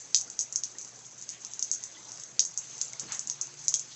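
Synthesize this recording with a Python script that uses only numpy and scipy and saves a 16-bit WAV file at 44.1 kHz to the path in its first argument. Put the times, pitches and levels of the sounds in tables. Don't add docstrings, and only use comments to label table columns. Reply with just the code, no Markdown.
import sys
import numpy as np
from scipy import signal
from scipy.fft import rfft, irfft
from scipy.io import wavfile
from scipy.ndimage import uniform_filter1d

SR = 44100
rng = np.random.default_rng(int(sys.argv[2]) if len(sys.argv) > 2 else 0)


def materialize(psi):
    bounded = np.clip(np.atleast_2d(psi).T, -1, 1)
    quanta = np.round(bounded * 32767).astype(np.int16)
    wavfile.write(sys.argv[1], SR, quanta)


def natural_amplitude(level_db):
    exponent = np.asarray(level_db, float) / 20
    return 10 ** exponent


N = 174195
T = np.arange(N) / SR

# start in seconds, peak in dB, dull part in dB against the peak,
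# scatter in dB, top of the treble in dB against the peak.
HEAVY_DRIPS = [(0.1448, -2.5, -19, -11.5, -28), (0.2996, -25.5, -27, -16.5, -7),
               (0.3902, -8, -31, -12, -43), (0.5243, -21.5, -30, -18, -7.5),
               (0.5578, -6, -37.5, -14.5, -27.5), (0.635, -11, -27, -14.5, -43),
               (1.2898, -19, -26, -10.5, -16), (1.4476, -18, -30, -16.5, -20.5),
               (1.5349, -19.5, -36.5, -15.5, -19), (1.5926, -17, -29.5, -15, -11.5),
               (1.6251, -7.5, -33, -16, -28), (1.7134, -9, -50, -16, -15.5),
               (1.837, -18, -30.5, -15.5, -12), (2.393, -1.5, -22, -13.5, -28.5),
               (2.5746, -13.5, -35.5, -14.5, -10), (2.813, -10.5, -25, -15, -13),
               (2.9953, -20, -21.5, -13.5, -7.5), (3.1203, -19, -27, -11, -8),
               (3.1923, -14, -30.5, -16, -12.5), (3.2722, -21, -35, -16, -6),
               (3.2979, -9.5, -29, -14.5, -35), (3.4121, -10.5, -47, -15, -19.5),
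               (3.681, -2.5, -36, -16, -18.5), (3.7398, -5.5, -29, -14, -15.5)]
# start in seconds, peak in dB, scatter in dB.
LIGHT_TAPS = [(0.0, -35, -7), (0.0486, -43.5, -3), (0.1, -44, -22), (0.276, -37, -25), (0.7142, -36, -11),
              (0.784, -25.5, -10), (0.812, -29.5, -7), (0.847, -28.5, -13.5), (0.8754, -34.5, -8.5),
              (0.989, -37, -11), (1.052, -38, -6), (1.1095, -38.5, -4.5), (1.1777, -40.5, 0),
              (1.2128, -30.5, -11), (1.2233, -31, -13), (1.404, -39.5, -1.5), (1.4172, -39.5, -5),
              (1.514, -39, -4.5), (1.914, -37, -20), (2.0827, -41, -17.5), (2.118, -26.5, -14.5),
              (2.173, -33.5, -19), (2.1974, -29.5, -9), (2.2352, -27, -16.5), (2.4393, -27.5, -25),
              (2.5403, -35.5, -31), (2.6403, -36, -5.5), (2.698, -33.5, -20), (2.7794, -28.5, -14.5),
              (2.8813, -32.5, -16.5), (2.9318, -26, -24), (3.5394, -35, -24), (3.59, -36.5, -13),
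              (3.639, -35, -2), (3.9053, -43.5, -6)]
# start in seconds, peak in dB, scatter in dB.
SPLASHES = [(0.1615, -11.5, -21), (0.1698, -22, -10.5), (0.2112, -19.5, -15.5), (0.4082, -16.5, -12.5),
            (1.3015, -25.5, -23), (1.466, -32, -33), (1.7325, -20.5, -9), (1.8611, -31, -12),
            (2.4064, -15.5, -19.5), (2.4504, -18, -13), (2.8533, -30, -34), (3.147, -23, -10.5),
            (3.6897, -18.5, -13), (3.7937, -19, -12.5)]
# start in seconds, peak in dB.
TICKS = [(0.1462, -13), (0.15, -16.5), (0.1722, -24.5), (0.1764, -20), (0.1834, -19.5), (0.1963, -21.5),
         (0.207, -25), (0.3924, -26), (0.3946, -30), (0.403, -29), (0.5287, -25), (0.552, -29),
         (0.5605, -18), (0.5654, -22.5), (0.6396, -22.5), (0.6398, -34.5), (0.6518, -34), (0.6531, -30.5),
         (0.7866, -30.5), (1.0191, -38), (1.065, -30), (1.2383, -34), (1.6312, -29.5), (1.634, -25),
         (1.6436, -30), (1.6455, -27), (1.7161, -18), (1.722, -22), (1.7269, -20.5), (1.731, -20.5),
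         (1.7477, -21.5), (1.758, -27), (1.8114, -36), (1.8927, -37), (1.9796, -36), (2.4013, -15),
         (2.4144, -22), (2.414, -25), (2.462, -29), (2.5106, -35), (2.513, -33), (2.7425, -34.5),
         (2.9261, -33), (3.02, -30.5), (3.0763, -46), (3.303, -29), (3.4168, -22.5), (3.4698, -28),
         (3.5936, -28.5), (3.6237, -31), (3.6416, -36.5), (3.6587, -33), (3.6713, -28), (3.6865, -18),
         (3.6954, -21), (3.7, -24), (3.7112, -23.5), (3.7529, -20.5), (3.7668, -18.5), (3.7977, -32)]
# frequency in Hz, level in dB.
CRACK_COLOUR = [(3000, -53.5), (4600, -23), (5300, -15), (6000, -4), (6450, -1), (7000, -5.5),
                (7700, -10.5), (8300, -19)]
# frequency in Hz, level in dB.
DULL_COLOUR = [(1500, -27), (2200, -18), (3000, -11), (4000, -3.5), (4900, 2), (5600, -1.5), (7000, -26.5)]
# frequency in Hz, level in dB.
RAIN_COLOUR = [(600, -27), (1100, -17.5), (3100, -13.5), (5000, -8.5), (5700, -11.5), (6300, -1),
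               (7000, -10.5), (8200, -12)]
# frequency in Hz, level in dB.
YARD_COLOUR = [(30, -32), (65, -7), (92, -15.5), (125, 0), (200, -2.5), (970, -5), (2500, -14),
               (5500, -54.5)]
# time in seconds, strength in dB.
SHOWER = [(0.0, -50), (0.69, -50), (1.0, -51), (1.16, -53), (1.28, -50.5), (1.385, -54), (1.44, -48.5),
          (1.68, -49), (1.9, -50), (2.03, -50), (2.2, -48.5), (2.461, -53), (2.58, -49.5), (2.76, -46.5),
          (3.18, -48.5), (3.32, -50.5), (3.42, -47.5), (3.95, -51.5)]
# start in seconds, pitch in Hz, level in dB, time to fade by 60 dB in seconds.
PLINKS = [
    (0.278, 1390, -47, 0.041),
    (.752, 1850, -48, 0.042),
    (1.046, 3340, -44, 0.02),
    (1.968, 1990, -49, 0.1),
    (2.934, 2140, -36, 0.023),
    (3.723, 1040, -34, 0.007),
]
SCUFF_TIMES = [3.035, 3.11, 3.922, 1.34, 1.96, 3.03, 3.115, 2.088, 2.722]
# rise in seconds, fall in seconds, low edge in Hz, high edge in Hz, level in dB.
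SCUFFS = [
    (0.015, 0.044, 90, 430, -54),
    (0.021, 0.041, 700, 1950, -48),
    (0.015, .022, 3200, 5200, -48.5),
    (.028, 0.024, 1750, 3900, -53.5),
    (0.016, .02, 3000, 3700, -57),
    (0.016, .025, 410, 1940, -55),
    (.022, 0.028, 1800, 5000, -44),
    (0.016, 0.027, 680, 1040, -59),
    (.015, 0.017, 3100, 4200, -57.5),
]
# time in seconds, pitch in Hz, level in dB.
ENGINE = [
    (2.36, 170, -80),
    (2.5, 173.8, -63.5),
    (2.62, 165, -76),
    (2.75, 140, -66),
    (2.95, 138, -66.5),
    (3.2, 140, -67.5),
    (3.699, 145, -63),
    (3.95, 148, -75.5),
]
# start in seconds, length in seconds, pitch in Hz.
WHINE = (3.33, .38, 355)
HOLLOW_TIMES = [3.681, 3.7398]
# centre in Hz, width in Hz, level in dB.
HOLLOWS = [
    (3970, 1200, -39),
    (3590, 1000, -28),
]

SCATTER_T60_S = .17
ONSET_S, TICK_ONSET_S = .0008, .0006


def level(x, db):
    return x * natural_amplitude(db) / np.sqrt(np.mean(x ** 2))


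def response(points, skirt_db=-14):
    hz, db = np.array(points).T
    f = np.maximum(np.arange(4097) * SR / 8192, 1)
    gain_db = np.interp(np.log(f), np.log(hz), db) + skirt_db * np.clip(np.log2(hz[0] / f), 0, 6)
    c = irfft(gain_db * np.log(10) / 20)
    c[1:4096] *= 2
    c[4097:] = 0
    return irfft(np.exp(rfft(c)))[:4096]


def through(x, h):
    return signal.fftconvolve(x, h)[:len(x)]


def struck(clicks, colour):
    h = response(colour)
    return through(clicks, h / abs(h).max())


def band(x, hz, width_hz):
    return signal.lfilter(*signal.iirpeak(hz, hz / width_hz, fs=SR), x)


def walk(rate):
    k = int(SR / rate)
    w = np.repeat(rng.standard_normal(N // k + 1), k)
    w = uniform_filter1d(uniform_filter1d(w, k), k)[:N]
    return w / w.std()


def grains(per_s, spread_db, count=N):
    chance, sign, size = rng.random((3, count))
    g = (chance < per_s / SR) * np.sign(sign - .5) * natural_amplitude(-spread_db * np.log(size + 1e-4))
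    return g / np.sqrt(np.mean(g ** 2) + 1e-18)


def tone(hz):
    return np.sqrt(2) * np.sin(2 * np.pi * np.cumsum(hz) / SR)


def add(out, at, x):
    i = int(at * SR)
    out[i:i + len(x)] += x[:N - i]


def impact(scatter_db):
    bounce_s, bounce_db, rise_s, diffuse_s = .0015, -7, .0011, .018
    lump_db, lump = 1.0, int(.002 * SR)
    ring_share = .7
    t = np.arange(SR // 3) / SR
    apart = np.exp(-t / diffuse_s)
    x = grains(2500, 1.2, count=len(t)) * np.sqrt(apart)
    x = x + rng.standard_normal(len(t)) * np.sqrt(1 - apart)
    x *= natural_amplitude(lump_db * np.sqrt(lump) * uniform_filter1d(rng.standard_normal(len(t)), lump))
    x *= natural_amplitude(scatter_db - 13 - 60 * t / SCATTER_T60_S)
    x *= 1 - np.exp(-(t / (bounce_s + rise_s)) ** 2)
    vary_delay, vary_level, vary_pitch = rng.standard_normal(3)
    ringing = band(x, 6450 * (1 + .045 * vary_pitch), 2300)
    x = (1 - ring_share) * x + ring_share * ringing
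    x[0] += 1
    late = int(bounce_s * (1 + .08 * vary_delay) * SR)
    x[late:] = x[late:] + natural_amplitude(bounce_db + 1.5 * vary_level) * x[:-late]
    return x


def drips():
    bright, dull = np.zeros(N), np.zeros(N)
    peak_db, top_lift_db, dull_lift_db, small_db = 2.5, 11.5, 11.5, 2
    rows = list(HEAVY_DRIPS)
    for table, dull_db in [(SPLASHES, -32), (LIGHT_TAPS, -28.5)]:
        for at, db, scatter_db in table:
            rows.append((at, db + small_db, dull_db, scatter_db - small_db, -top_lift_db))
    for at, db, dull_db, scatter_db, top_db in rows:
        x = impact(scatter_db) * natural_amplitude(db + peak_db)
        top = (natural_amplitude(top_db + top_lift_db) - 1) * band(x, 7410, 1600)
        add(bright, at + ONSET_S, x + top)
        thud = impact(scatter_db) * natural_amplitude(db + peak_db + dull_db + dull_lift_db)
        add(dull, at + ONSET_S, thud)
    return struck(bright, CRACK_COLOUR) + struck(dull, DULL_COLOUR)


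def patter():
    t, out = T[:SR // 8], 0
    crack = response(CRACK_COLOUR)
    for hz, db in [(5200, -5), (6250, -3), (7200, -8)]:
        tail = .44 * rng.standard_normal(len(t)) * np.exp(-t / .0062)
        tail[0] = 1
        drops = grains(150, 2) * natural_amplitude(3.2 * walk(17))
        x = through(through(drops, tail), crack)
        out = out + level(band(x, hz, 770), db)
    return level(out, -52.5)


def patchy(x):
    z = signal.stft(x, nperseg=512)[2]
    g = uniform_filter1d(rng.standard_normal(z.shape), 3, axis=0)
    g = uniform_filter1d(g, 5, axis=1)
    return signal.istft(z * natural_amplitude(2.1 * g / g.std()), nperseg=512)[1][:N]


def hiss(colour, db, per_s, swell_db):
    x = through(grains(per_s, 1.4) + rng.standard_normal(N), response(colour))
    f, spec = np.fft.rfftfreq(N, 1 / SR), rfft(x)
    swell, out = walk(3.52), 0
    half_octave = 2 * np.log2(f / 20 + 1e-9)
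    for k in range(2, 19):
        share = np.cos(np.pi / 2 * np.clip(half_octave - k, -1, 1)) ** 2
        out = out + irfft(spec * share, N) * natural_amplitude(swell_db * swell + 1.4 * walk(16))
    return level(patchy(out), db)


def rain():
    at, db = np.array(SHOWER).T
    strength = natural_amplitude(np.interp(T, at, db - db.mean()))
    return (patter() + hiss(RAIN_COLOUR, -52, 2000, .74)) * strength


def yard():
    return hiss(YARD_COLOUR, -60, 1500, .66) * natural_amplitude(.5 * (T / T[-1] - .5))


def mains_hum():
    return tone(np.full(N, 2. * 60)) * natural_amplitude(-69.5)


def ticks():
    clicks = np.zeros(N)
    for at, db in TICKS:
        add(clicks, at + TICK_ONSET_S, natural_amplitude(db + 1.5) * np.ones(1))
    return struck(clicks, CRACK_COLOUR)


def plinks():
    out, t = np.zeros(N), T[:SR // 10]
    for at, hz, db, t60 in PLINKS:
        fade = natural_amplitude(db - 60 * t / t60) * (1 - np.exp(-t / .00096))
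        add(out, at, fade * np.sin(2 * np.pi * hz * t * (1 + .063 * t / t60)))
    return out


def scuffs():
    out = 0
    for at, (rise, fall, low_hz, high_hz, db) in zip(SCUFF_TIMES, SCUFFS):
        edges = signal.butter(3, [low_hz, high_hz], "bandpass", fs=SR, output="sos")
        grit = level(signal.sosfilt(edges, grains(2500, 1.3)), db) * natural_amplitude(2 * walk(90))
        t = T - at
        before = (t / rise) ** 2
        after = (t / fall) ** 2 / (1 + abs(t) / fall)
        out = out + grit * np.exp(-np.where(t < 0, before, after))
    return out


def engine():
    at, hz, db = np.array(ENGINE).T
    pitch = np.interp(T, at, hz) * (1 + .025 * walk(11))
    return tone(pitch) * natural_amplitude(np.interp(T, at, db, left=-99) + 2.1 * walk(18))


def whine():
    start, length, hz = WHINE
    swell = np.sin(np.pi * np.clip((T - start) / length, 0, 1)) ** .2
    return tone(hz * (1 + .0015 * walk(2.94))) * natural_amplitude(-67 + 2 * walk(14)) * swell


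def tub():
    out = np.zeros(N)
    for at, (hz, width_hz, db) in zip(HOLLOW_TIMES, HOLLOWS):
        x = band(band(impact(-7), hz, width_hz), hz, width_hz)
        add(out, at + ONSET_S, x / abs(x).max() * natural_amplitude(db))
    return out


def scene():
    wet = drips() + rain() + yard() + ticks() + plinks() + tub()
    return (wet + mains_hum() + scuffs() + engine() + whine())[None]


def top_cut(x):
    return signal.sosfilt(signal.butter(12, 8510, fs=SR, output="sos"), x)


def record(dry):
    cut = signal.sosfilt(signal.ellip(12, .3, 70, 7940, fs=SR, output="sos"), dry)
    leak = signal.sosfilt(signal.ellip(6, .5, 50, 15000, fs=SR, output="sos"), dry - cut)
    mix = cut + natural_amplitude(-40) * leak
    return top_cut(mix)


dry = scene()
out = record(dry)
materialize(out)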